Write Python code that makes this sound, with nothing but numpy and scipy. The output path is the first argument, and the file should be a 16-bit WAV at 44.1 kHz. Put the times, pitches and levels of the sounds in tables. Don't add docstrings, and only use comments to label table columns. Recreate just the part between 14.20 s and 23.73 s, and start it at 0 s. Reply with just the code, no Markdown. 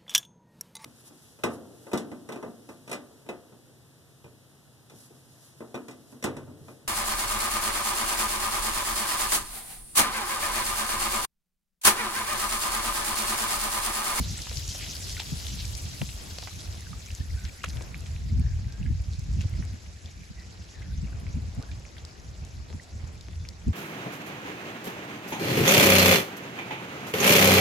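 import sys
import numpy as np
from scipy import signal
from scipy.fft import rfft, irfft, next_fast_len
from scipy.io import wavfile
from scipy.ndimage import uniform_filter1d

SR = 44100
rng = np.random.default_rng(int(sys.argv[2]) if len(sys.argv) > 2 else 0)


def digitize_waveform(pressure):
    field = np.atleast_2d(pressure).T
    bounded = np.clip(field, -1, 1)
    quanta = np.round(bounded * 32767).astype(np.int16)
    wavfile.write(sys.argv[1], SR, quanta)


N = 420273

# (time [s], relative level [dB])
CROWD_LEVEL = [(0.0, -42), (0.87, -42), (2.45, -48.5), (2.66, -51), (4.63, -57.5), (5.37, -54),
               (5.76, -56.5), (9.45, -58.5)]
# (time [s], its share of the rustle [0-1])
CROWD_SHARE = [(0, 0.6), (1.5, 0.87), (2.6, 0.62), (3.5, 0.63), (4.3, 0), (9.5, 0)]
# (frequency [Hz], gain [dB])
CROWD_TONE = [(500, 6), (1400, -14), (2200, -10.5), (3200, 1.5), (4000, 3), (5200, 5.5), (7000, 1.5),
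              (10000, -2.5), (13000, -6.5), (16000, -18.5)]
NEAR_TONE = [(500, -62), (1400, -3), (2400, -0.5), (3200, -2), (4200, 0.5), (5300, 2), (7000, -1),
             (8700, -11), (11000, -11), (13000, -22.5), (16000, -95)]
GRIT_TONE = [(1500, 15), (3500, 8), (6500, 7.5), (10500, -17), (16000, -16)]
# (frequency [Hz], share [0-1])
FROM_RIGHT = [(300, 0.036), (700, 0.066), (1200, 0.63), (2200, 0.025), (4300, 0.1), (5800, 0.17),
              (7000, 0.056), (8500, 1), (16000, 0.28)]
# (frequency [Hz], share of the rest [0-1])
FROM_AHEAD = [(300, 0.48), (700, 0.015), (1300, 0.044), (2300, 0.38), (4300, 0.39), (7000, 0.57)]
# (middle time [s], level [dB], pitch [Hz], length [s])
SCURRIES = [(0.506, -38.5, 5600, 0.034), (0.637, -44, 2700, 0.058), (0.906, -43.5, 5700, 0.098),
            (0.983, -52, 2760, 0.067), (1.286, -47, 3700, 0.11), (1.408, -39.5, 3970, 0.034),
            (2.233, -42.5, 4460, 0.034), (2.407, -50, 4670, 0.066), (3.497, -47, 5300, 0.019),
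            (3.873, -51, 6030, 0.025), (4.938, -49, 5000, 0.026), (5.23, -55, 4740, 0.033),
            (5.13, -54, 5760, 0.03), (7.393, -55.5, 634, 0.089), (7.6, -64, 646, 0.051),
            (8.631, -55.5, 6550, 0.037), (8.678, -60, 680, 0.12)]

# (time [s], relative level [dB], pitch [Hz], scrape [dB], pan [dB])
TICKS = [(0.2186, -29.5, 5300, -4, 3), (0.296, -27, 5200, -14, 2), (0.3715, -21.5, 4930, -37, 3),
         (0.479, -24, 6740, -27, 2), (0.552, -40, 5950, -18, 2), (0.591, -32, 5430, -18, 3),
         (0.645, -33, 3070, -12, 6), (0.767, -26, 5130, -18, 4), (0.8955, -30, 4680, -7, 6),
         (0.996, -30, 3200, -7, 1), (1.0005, -24.5, 4100, -7, -3), (1.009, -32, 3250, -9, 5),
         (1.268, -27.5, 3620, -20, 10), (1.399, -37, 4000, -6, 13), (1.453, -33.5, 5300, 1, 3),
         (1.5509, -30, 5400, -6, 4), (2.1855, -26, 4840, -10, 2.5), (2.6072, -39.5, 6640, -2.5, -1),
         (2.861, -36, 6550, -16, 1.5), (2.9155, -34, 6060, -14, 0), (2.9507, -28, 7300, -24, 3),
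         (3.2512, -34, 4400, -8.5, 1), (3.433, -36, 7400, -9, 1), (3.4359, -32, 3000, -9, 3),
         (3.4432, -26, 2700, -9, 4), (3.4436, -30, 6400, -14, 1), (3.446, -30, 2360, -11, 4),
         (3.4465, -34, 7240, -10, 3), (3.4565, -39, 2800, -14, 3), (3.4605, -38, 2900, -5, 0),
         (3.4825, -40, 2700, -7, 4), (3.4877, -33, 6800, -9, 1), (3.5703, -43, 3530, -0.5, 6),
         (3.6225, -37, 5330, -3.5, 3), (3.8066, -39.5, 7600, -12, 3), (4.197, -40, 8150, -12, 1),
         (4.5236, -37, 5200, -12, 0), (4.82, -49, 9600, -15, 0), (4.9935, -37.5, 7160, -12, 1),
         (5.297, -47, 9800, -11, 0), (5.2084, -36, 6230, -27, 0.5), (5.2154, -35, 7100, -20, 0),
         (5.451, -40, 8100, -19, 1), (5.8592, -40, 5170, -14, 7), (7.0, -48, 9000, -15, 0),
         (7.35, -46.5, 9500, -14, 0), (7.426, -33.5, 4900, -14, 0.0), (7.5967, -48, 8100, -10, 0.5),
         (7.8506, -36.5, 4800, -6.5, 5), (8.25, -38.5, 6660, -13, -2), (8.875, -42, 6650, -15, 1.5),
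         (9.0099, -37, 4360, -7.5, 3.0), (9.2884, -28, 5270, -15.5, 2), (9.482, -40, 7100, -21, 1.5)]
# (time [s], relative level [dB], pitch [Hz], spatter [dB], pan [dB], ring [cycles])
POPS = [(0.19, -35, 2090, -14, -2, 12), (0.9677, -31.5, 2160, -20, 4, 14), (0.9989, -21.5, 2960, -19, 4, 5),
        (1.8161, -22.5, 2850, -31, 4, 12), (1.83, -37, 3000, -23, 3, 5), (1.8913, -27.5, 3100, -20, 5, 5),
        (2.275, -32, 2300, -15, -3, 5), (2.9046, -36, 2770, -15, 0, 17), (3.2515, -40, 2180, -8, 9, 4),
        (3.441, -21.5, 1840, -19, -8, 6.1), (3.5708, -37, 2400, -18, 3, 5),
        (3.7444, -29.5, 2320, -20, -3, 13), (3.8598, -42.5, 2560, -5, 1.5, 13),
        (3.9623, -39, 2480, -15, 3, 15), (4.6628, -40, 2100, -18, -8, 13), (5.209, -33, 2820, -10, 0.5, 13),
        (5.2147, -42, 2400, -16, -4, 4.4), (5.4253, -40.5, 1730, -12, -4, 9),
        (6.619, -40.5, 2020, -12, -1, 8.2), (7.067, -39, 2260, -17, -6, 13),
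        (7.5152, -41.5, 2450, -10, -6, 14), (7.652, -39.5, 2380, -22, 0, 12),
        (7.7677, -40, 2080, -13, -4, 10), (7.782, -40, 3450, -13, 6, 13), (9.2514, -36, 2380, -18, -3, 9)]
# (time [s], ring level [dB], pitch [Hz], squelch [dB], pan [dB])
PATS = [(0.27, -39.5, 1180, -7, -6), (0.314, -37.5, 605, -8, 3), (0.55, -38, 740, -6, -4),
        (1.0, -37, 825, -7, 4), (1.019, -40, 900, -12, 2), (1.817, -33.5, 696, -10, 6),
        (1.819, -33, 302, -12, 0), (2.185, -35, 710, -11, 5.0), (2.226, -38, 790, -3.5, 0.5),
        (2.273, -37.5, 1000, -4, -1), (2.731, -51, 1000, -1, -5), (3.4404, -30, 1380, -9, 9),
        (3.444, -34, 600, -10, 3), (3.609, -41.5, 412, 0, 6), (3.613, -45, 855, -15, -2),
        (5.21, -51, 890, -5, 0), (5.24, -44, 373, -1, -1), (7.433, -48, 382, -11, -1),
        (8.502, -42, 350, 3, 0), (8.528, -41, 734, -7, 0), (9.085, -41.5, 390, -5, 6)]
# (time [s], peak level [dB], pitch [Hz], ring time [s], pan [dB])
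PLIPS = [(0.976, -40.5, 1440, 0.026, 2), (2.73, -41.5, 1204, 0.023, -10), (3.008, -47.5, 1750, 0.032, -1),
         (3.283, -50, 1840, 0.019, -6), (3.4411, -25, 1380, 0.0095, -3), (4.097, -49, 2110, 0.018, -1),
         (4.656, -51, 1610, 0.045, -9), (5.858, -47, 3480, 0.016, 13), (6.623, -45, 2030, .02, -1),
         (6.716, -52, 1520, .03, 4), (6.844, -49.5, 2740, .022, 3), (6.871, -50, 2250, 0.018, 0),
         (6.928, -51, 1500, 0.021, -10), (7.414, -52, 1160, .04, 1), (7.434, -46.5, 1430, 0.02, -1),
         (7.489, -50, 1610, .04, -4), (7.515, -43.5, 3670, 0.011, 0), (7.516, -49, 2380, 0.019, -3),
         (8.597, -40, 1920, 0.015, -5)]
# (time [s], relative level [dB])
PATTER_LEVEL = [(0.0, -54.5), (3.45, -59.5), (3.61, -55.5), (4.3, -61.5), (5.21, -60.5), (6.03, -61.5),
                (6.8, -59.5), (7.58, -57), (9.45, -60)]
FIZZ_LEVEL = [(0, -61.5), (1.0, -54.5), (2.6, -59), (3.2, -57), (3.85, -59.5), (4.1, -63.5), (6.6, -65),
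              (8.0, -68.5), (9.5, -68)]
# (frequency [Hz], gain [dB])
MUD_TONE = [(120, 6.5), (300, 2.5), (370, 1), (480, -1), (560, -2.5), (660, -1), (820, -4.5), (1000, -6),
            (1300, -6.5), (2500, -12.5), (6000, -44)]
BUBBLE_TONE = [(700, -41), (1200, -1), (1550, 2), (1900, 3.5), (2300, 4.5), (3000, 1), (5000, -44)]
# (start [s], length [s], first pitch [Hz], last pitch [Hz], level [dB], waver [share of pitch])
CHIRPS = [(3.18, 0.066, 1540, 1530, -57.5, .06), (3.284, 0.11, 1450, 1490, -65, .09),
          (3.498, 0.13, 1520, 1600, -60, .09), (4.215, 0.11, 1686, 1665, -59, .09),
          (4.491, 0.22, 1573, 1724, -64, .035), (6.174, 0.044, 2010, 1915, -57, .08),
          (6.529, 0.17, 1905, 1597, -60, .1), (9.108, 0.17, 3490, 3500, -67, 0.004)]

# (time [s], relative level [dB])
BREEZE_LEVEL = [(0, -42), (1.6, -37), (2.2, -41), (3.9, -36.5), (5.4, -35), (5.8, -43), (6.53, -46.5),
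                (6.7, -34), (7.45, -38.5), (7.75, -44.5), (8.05, -41.5), (9.53, -37.5)]
# (start [s], length [s], buffeting [dB], eddies [dB])
GUSTS = [(.005, 0.015, -22.5, -33), (0.049, 0.094, -33, -34), (0.372, 0.012, -29, -50),
         (0.49, 0.011, -34, -47), (1.124, 0.005, -44, -26.5), (1.316, 0.092, -38, -41.5),
         (1.815, 0.013, -51, -32.5), (1.95, 0.0083, -34.5, -59), (2.701, 0.042, -48, -41),
         (3.004, 0.0057, -25, -39), (3.246, 0.011, -28, -44), (3.889, 0.078, -30, -59),
         (4.058, 0.052, -35, -35), (4.12, 0.098, -21, -32.5), (4.239, 0.04, -23, -58),
         (4.363, 0.036, -27.5, -61), (4.458, 0.014, -24.5, -55), (4.604, 0.15, -24.5, -40.5),
         (4.701, 0.012, -21, -32), (4.799, 0.032, -35, -61), (4.88, 0.0087, -25.5, -64),
         (4.99, 0.006, -22.5, -51), (5.026, 0.0051, -29.5, -40), (5.09, 0.042, -25, -40),
         (5.143, 0.061, -26, -33.5), (5.253, 0.0079, -17.5, -29.5), (5.331, 0.069, -28, -34.5),
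         (5.453, 0.084, -34.5, -63), (5.85, 0.016, -38.5, -51), (5.975, 0.049, -43, -45.5),
         (6.105, 0.012, -36.5, -42), (6.187, .012, -48, -46), (6.4, 0.027, -39.5, -50),
         (6.786, 0.014, -22, -37), (6.832, 0.011, -43, -30.5), (7.016, 0.021, -50, -37),
         (7.144, 0.037, -31, -34.5), (7.224, 0.084, -35.5, -49), (7.379, 0.014, -35, -34.5),
         (7.525, 0.0086, -32, -44), (7.57, 0.0091, -47, -61), (8.222, 0.012, -40, -51),
         (8.545, 0.0088, -37, -35.5), (8.737, 0.026, -36, -54), (8.837, 0.005, -28, -48),
         (9.204, 0.009, -33, -52), (9.473, 0.032, -19.5, -25.5)]
# (middle time [s], length [s], depth [dB])
LULLS = [(0.253, 0.052, -9), (1.598, 0.024, -8), (2.305, 0.031, -16), (2.82, 0.042, -7), (2.972, 0.04, -18),
         (3.361, 0.06, -13), (4.97, 0.02, -8), (5.009, 0.016, -27), (4.53, 0.0093, -6), (5.276, 0.024, -10),
         (5.609, 0.023, -15), (5.805, 0.046, -23), (6.082, 0.023, -10), (6.13, 0.03, -13), (6.53, 0.1, -8),
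         (6.907, 0.04, -4), (7.124, 0.019, -15), (7.478, 0.041, -6), (7.69, 0.1, -8.5), (7.9, 0.066, -7.5),
         (8.65, 0.11, -12), (9.032, 0.035, -11), (9.378, 0.14, -6)]
# (frequency [Hz], gain [dB])
BUFFET_TONE = [(15, -37), (25, -31), (40, -8.5), (52, 0), (85, 0.5), (115, -9.5), (160, -22), (300, -67),
               (600, -99)]
EDDY_TONE = [(60, -59), (100, -5.5), (130, 0), (190, -5), (250, -13.5), (330, -25), (600, -47.5),
             (2000, -78)]

THIN_CROWD_DB = -57
SIDES = np.array([[.5], [-.5]])


def leg_rustle(crowd_left_db=1.5):
    level_db, = in_time(CROWD_LEVEL)
    share = np.clip(in_time(CROWD_SHARE)[0], 0, 1)
    groups = []
    for _ in range(4):
        steps = grains(per_s=8800, spread_db=0.25, patchy_db=4.6, low_hz=893, high_hz=16460, count=13)
        steps *= from_db(0.88 * drift(35))
        groups.append(steps + from_db(-10.5) * clicks(per_s=110, spread_db=2.0))
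    legs = surround(groups)
    blend = share * coloured(legs, CROWD_TONE) + (1 - share) * coloured(legs, NEAR_TONE)
    return from_db(level_db + 2.0) * blend * from_db(SIDES * crowd_left_db * share)


def grit_snaps():
    crowd_db = in_time(CROWD_LEVEL)[0] - THIN_CROWD_DB
    beside, ahead = [grains(per_s=32, spread_db=3.5, patchy_db=4.0, low_hz=2470, high_hz=12800, count=4)
                     for _ in range(2)]
    return from_db(crowd_db - 73) * coloured(from_right(beside) + ahead, GRIT_TONE)


def scurries(steps_per_s=1200):
    out, t = np.zeros((2, N + SR)), np.arange(SR // 4) / SR
    for middle, level_db, hz, length in SCURRIES:
        shared, apart = rng.standard_normal((2, len(t))) * (rng.random((2, len(t))) < steps_per_s / SR)
        steps = shared + from_db(-9.5) * apart * 2 * SIDES
        steps = rms_one(band_pass(steps + 1e-18, hz / 1.38, hz * 1.27))
        envelope = np.exp(-2 * ((t - t.mean()) / length) ** 2)
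        add_at(out, middle - t.mean(), from_db(level_db) * steps * envelope)
    return out[:, :N]


def shell_ticks():
    return from_db(2.5) * contacts(TICKS, cycles=10.7, crack_db=-8, crack_top_hz=10200,
                                   spray_s=0.019, spray_width=0.42)


def film_pops():
    hits, cycles = [row[:-1] for row in POPS], [row[-1] for row in POPS]
    return from_db(1.0) * contacts(hits, cycles, crack_db=-9, crack_top_hz=5000,
                                   spray_s=0.11, spray_width=0.47)


def mud_pats():
    return contacts(PATS, cycles=6.1, crack_db=8.5, crack_top_hz=2700, spray_s=0.062, spray_width=0.45)


def crackles(thin_crowd_per_s=8, low_hz=2700, high_hz=7300):
    crowd_db, = in_time(CROWD_LEVEL)
    per_s = thin_crowd_per_s * from_db(1.2 * (crowd_db - THIN_CROWD_DB))
    count_so_far = np.cumsum(per_s) / SR
    draws = rng.random((400, 4))[:int(count_so_far[-1]) - 2]
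    hits = []
    for k, (delay, size, pitch, side) in enumerate(draws):
        at = np.searchsorted(count_so_far, k + 3 * delay)
        hz = low_hz * (high_hz / low_hz) ** pitch
        level_db = crowd_db[at] + 3.5 + 3.6 * size ** 2
        hits.append((at / SR, level_db, hz, -15, 12 * (side - .5)))
    return contacts(hits, cycles=13.5, crack_db=-22, crack_top_hz=9000, spray_s=0.0071, spray_width=0.28)


def mud_patter():
    steps = surround([clicks(per_s=1300, spread_db=1.0) for _ in range(4)])
    steps += from_db(-12.0) * clicks(per_s=90, spread_db=3.0)
    return from_db(in_time(PATTER_LEVEL)[0] + 7.0 + 1.9 * drift(9)) * coloured(steps, MUD_TONE)


def bubble_fizz():
    bubbles = surround([grains(per_s=750, spread_db=4.5, patchy_db=6.0, low_hz=1127, high_hz=2850, count=7)
                        for _ in range(4)])
    return from_db(in_time(FIZZ_LEVEL)[0] + 0.54 * drift(11)) * coloured(bubbles, BUBBLE_TONE)


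def bubble_plips(rise_per_s=4.2):
    out, t = np.zeros((2, N + SR)), np.arange(SR // 12) / SR
    for start, peak_db, hz, ring_s, pan_db in PLIPS:
        age = 10 * t / ring_s
        note = np.sin(2 * np.pi * hz * t * (1 + rise_per_s * t / 2)) * age * np.exp(1 - age)
        add_at(out, start, note * from_db(peak_db + SIDES * pan_db))
    return out[:, :N]


def far_chirps(flutter_db=2):
    out = 0
    for start, length, first_hz, last_hz, level_db, waver in CHIRPS:
        hz, = in_time([(start, first_hz), (start + length, last_hz)])
        envelope = swell(start, length, attack_s=0.016, release_s=0.039)
        level = from_db(level_db + flutter_db * drift(45)) * envelope
        width_hz = np.clip(2 * waver * first_hz, 5, 400)
        phase = 2 * np.pi * np.cumsum(hz) / SR
        out += level * (drift(width_hz) * np.sin(phase) + drift(width_hz) * np.cos(phase))
    return out


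def wind(flutter_db=4.5, puffs_per_s=26, low_cut_hz=37.7):
    breeze_db, = in_time(BREEZE_LEVEL)
    buffet_gain = from_db(breeze_db + 0.5 + flutter_db * drift(puffs_per_s))
    eddy_gain = from_db(breeze_db - 11)
    for start, length, buffet_db, eddy_db in GUSTS:
        gust = swell(start, length, attack_s=0.0053, release_s=0.0096)
        buffet_gain = np.hypot(buffet_gain, from_db(buffet_db) * gust)
        eddy_gain = np.hypot(eddy_gain, from_db(eddy_db) * gust)
    buffet = buffet_gain * turbulence(BUFFET_TONE, apart_db=-13.5, lump_s=0.0327, flutter_db=1.0)
    eddies = eddy_gain * turbulence(EDDY_TONE, apart_db=-5.0, lump_s=0.028, flutter_db=4.0)
    t = np.arange(N) / SR
    lull_db = sum(depth_db * np.exp(-np.minimum((2 * (t - middle) / length) ** 2, 20))
                  for middle, length, depth_db in LULLS)
    return shaped((buffet + eddies) * from_db(lull_db), lambda hz: 1 - np.exp(-(hz / low_cut_hz) ** 4))


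def turbulence(tone, apart_db, lump_s, flutter_db):
    shared, apart = coloured(rng.standard_normal((2, N)), tone)
    strength = np.sqrt(uniform_filter1d(shared ** 2, int(lump_s * SR)) + 0.22)
    pressure = shared / strength + from_db(apart_db) * apart * 2 * SIDES
    return pressure * rms_one(from_db(flutter_db * drift(35)))


def contacts(hits, cycles, crack_db, crack_top_hz, spray_s, spray_width, side_phase_rad=0.85):
    out, t = np.zeros((2, N + SR)), np.arange(SR // 20) / SR
    noise = rng.standard_normal((len(hits), 2, len(t)))
    for hit, ring_cycles, (shared, apart) in zip(hits, np.broadcast_to(cycles, len(hits)), noise):
        start, level_db, hz, spray_db, pan_db = hit
        age = 10 * t * hz / max(ring_cycles, 2)
        phase = 2 * np.pi * hz * t + side_phase_rad * np.sign(apart[-1]) * SIDES
        ring = np.sin(phase) * age * np.exp(1 - age)
        hiss = shared + SIDES * apart
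        spray = rms_one(band_pass(hiss * abs(hiss), hz / (1 + spray_width), hz * (1 + spray_width)))
        spray *= from_db(spray_db - 60 * t / spray_s)
        crack = band_pass(1. * (t == 0), hz / 2, crack_top_hz)
        sound = ring + from_db(crack_db) * crack / crack.max() + spray
        add_at(out, start, sound * from_db(level_db + SIDES * pan_db))
    return out[:, :N]


def grains(per_s, spread_db, patchy_db, low_hz, high_hz, count):
    edges, out = np.geomspace(low_hz, high_hz, count + 1), 0
    for low, high in zip(edges, edges[1:]):
        strikes = clicks(per_s / count, spread_db) * from_db(patchy_db * drift(45))
        out += band_pass(strikes + 1e-18, low, high)
    return out


def clicks(per_s, spread_db):
    chance = rng.random(N)
    at = np.flatnonzero(chance < per_s / SR)
    size = np.minimum(-np.log(chance[at] * SR / per_s + 1e-12), 5)
    out = np.zeros(N)
    out[at] = from_db(spread_db * size) * (-1.) ** at
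    return rms_one(out)


def surround(groups):
    right = lambda hz: np.clip(at_hz(FROM_RIGHT, hz), 0, .995)
    ahead = lambda hz: np.clip(at_hz(FROM_AHEAD, hz), 0, 1)
    beside = from_right(shaped(groups[0], lambda hz: np.sqrt(right(hz))))
    front = shaped(groups[1], lambda hz: np.sqrt((1 - right(hz)) * ahead(hz)))
    around = shaped(np.array(groups[2:]), lambda hz: np.sqrt((1 - right(hz)) * (1 - ahead(hz))))
    return beside + front + around


def from_right(x, lag_s=0.0002756):
    return np.array([shaped(x, lambda hz: np.exp(-2j * np.pi * hz * lag_s)), x])


def swell(start, length, attack_s, release_s):
    t = np.arange(N) / SR
    rise = np.maximum((start - t) / attack_s, 0) ** 2
    fall = np.maximum((t - start - length) / release_s, 0)
    return np.exp(-np.minimum(rise + fall, 20))


def drift(per_s):
    values = rng.standard_normal(4096)
    return np.interp(np.arange(N) * per_s / SR, np.arange(len(values)), values)


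def coloured(x, tone):
    return rms_one(shaped(x, lambda hz: from_db(at_hz(tone, hz))))


def shaped(x, response):
    size = next_fast_len(N + SR // 10, real=True)
    hz = np.arange(size // 2 + 1) * SR / size
    return irfft(rfft(x, size) * response(hz), size)[..., :N]


def band_pass(x, low_hz, high_hz):
    band = [low_hz, min(high_hz, .45 * SR)]
    return signal.sosfilt(signal.butter(2, band, "band", fs=SR, output="sos"), x)


def add_at(out, start_s, sound):
    at = int(start_s * SR)
    out[:, at:at + sound.shape[1]] += sound


def in_time(rows):
    times, *columns = np.transpose(rows)
    return [np.interp(np.arange(N) / SR, times, column) for column in columns]


def at_hz(rows, hz):
    frequencies, values = np.transpose(rows)
    return np.interp(np.log(hz + 1), np.log(frequencies), values)


def from_db(db):
    return 10 ** (np.asarray(db) / 20)


def rms_one(x):
    return x / np.sqrt(np.mean(x ** 2) + 1e-20)


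def scene():
    return (leg_rustle() + grit_snaps() + scurries() + mud_patter() + bubble_fizz() + shell_ticks()
            + film_pops() + mud_pats() + bubble_plips() + far_chirps() + wind() + crackles())


def record(dry):
    cutoff_hz = 15900
    return signal.sosfilt(signal.ellip(10, .1, 80, cutoff_hz, fs=SR, output="sos"), dry)


dry = scene()
out = record(dry)
digitize_waveform(out)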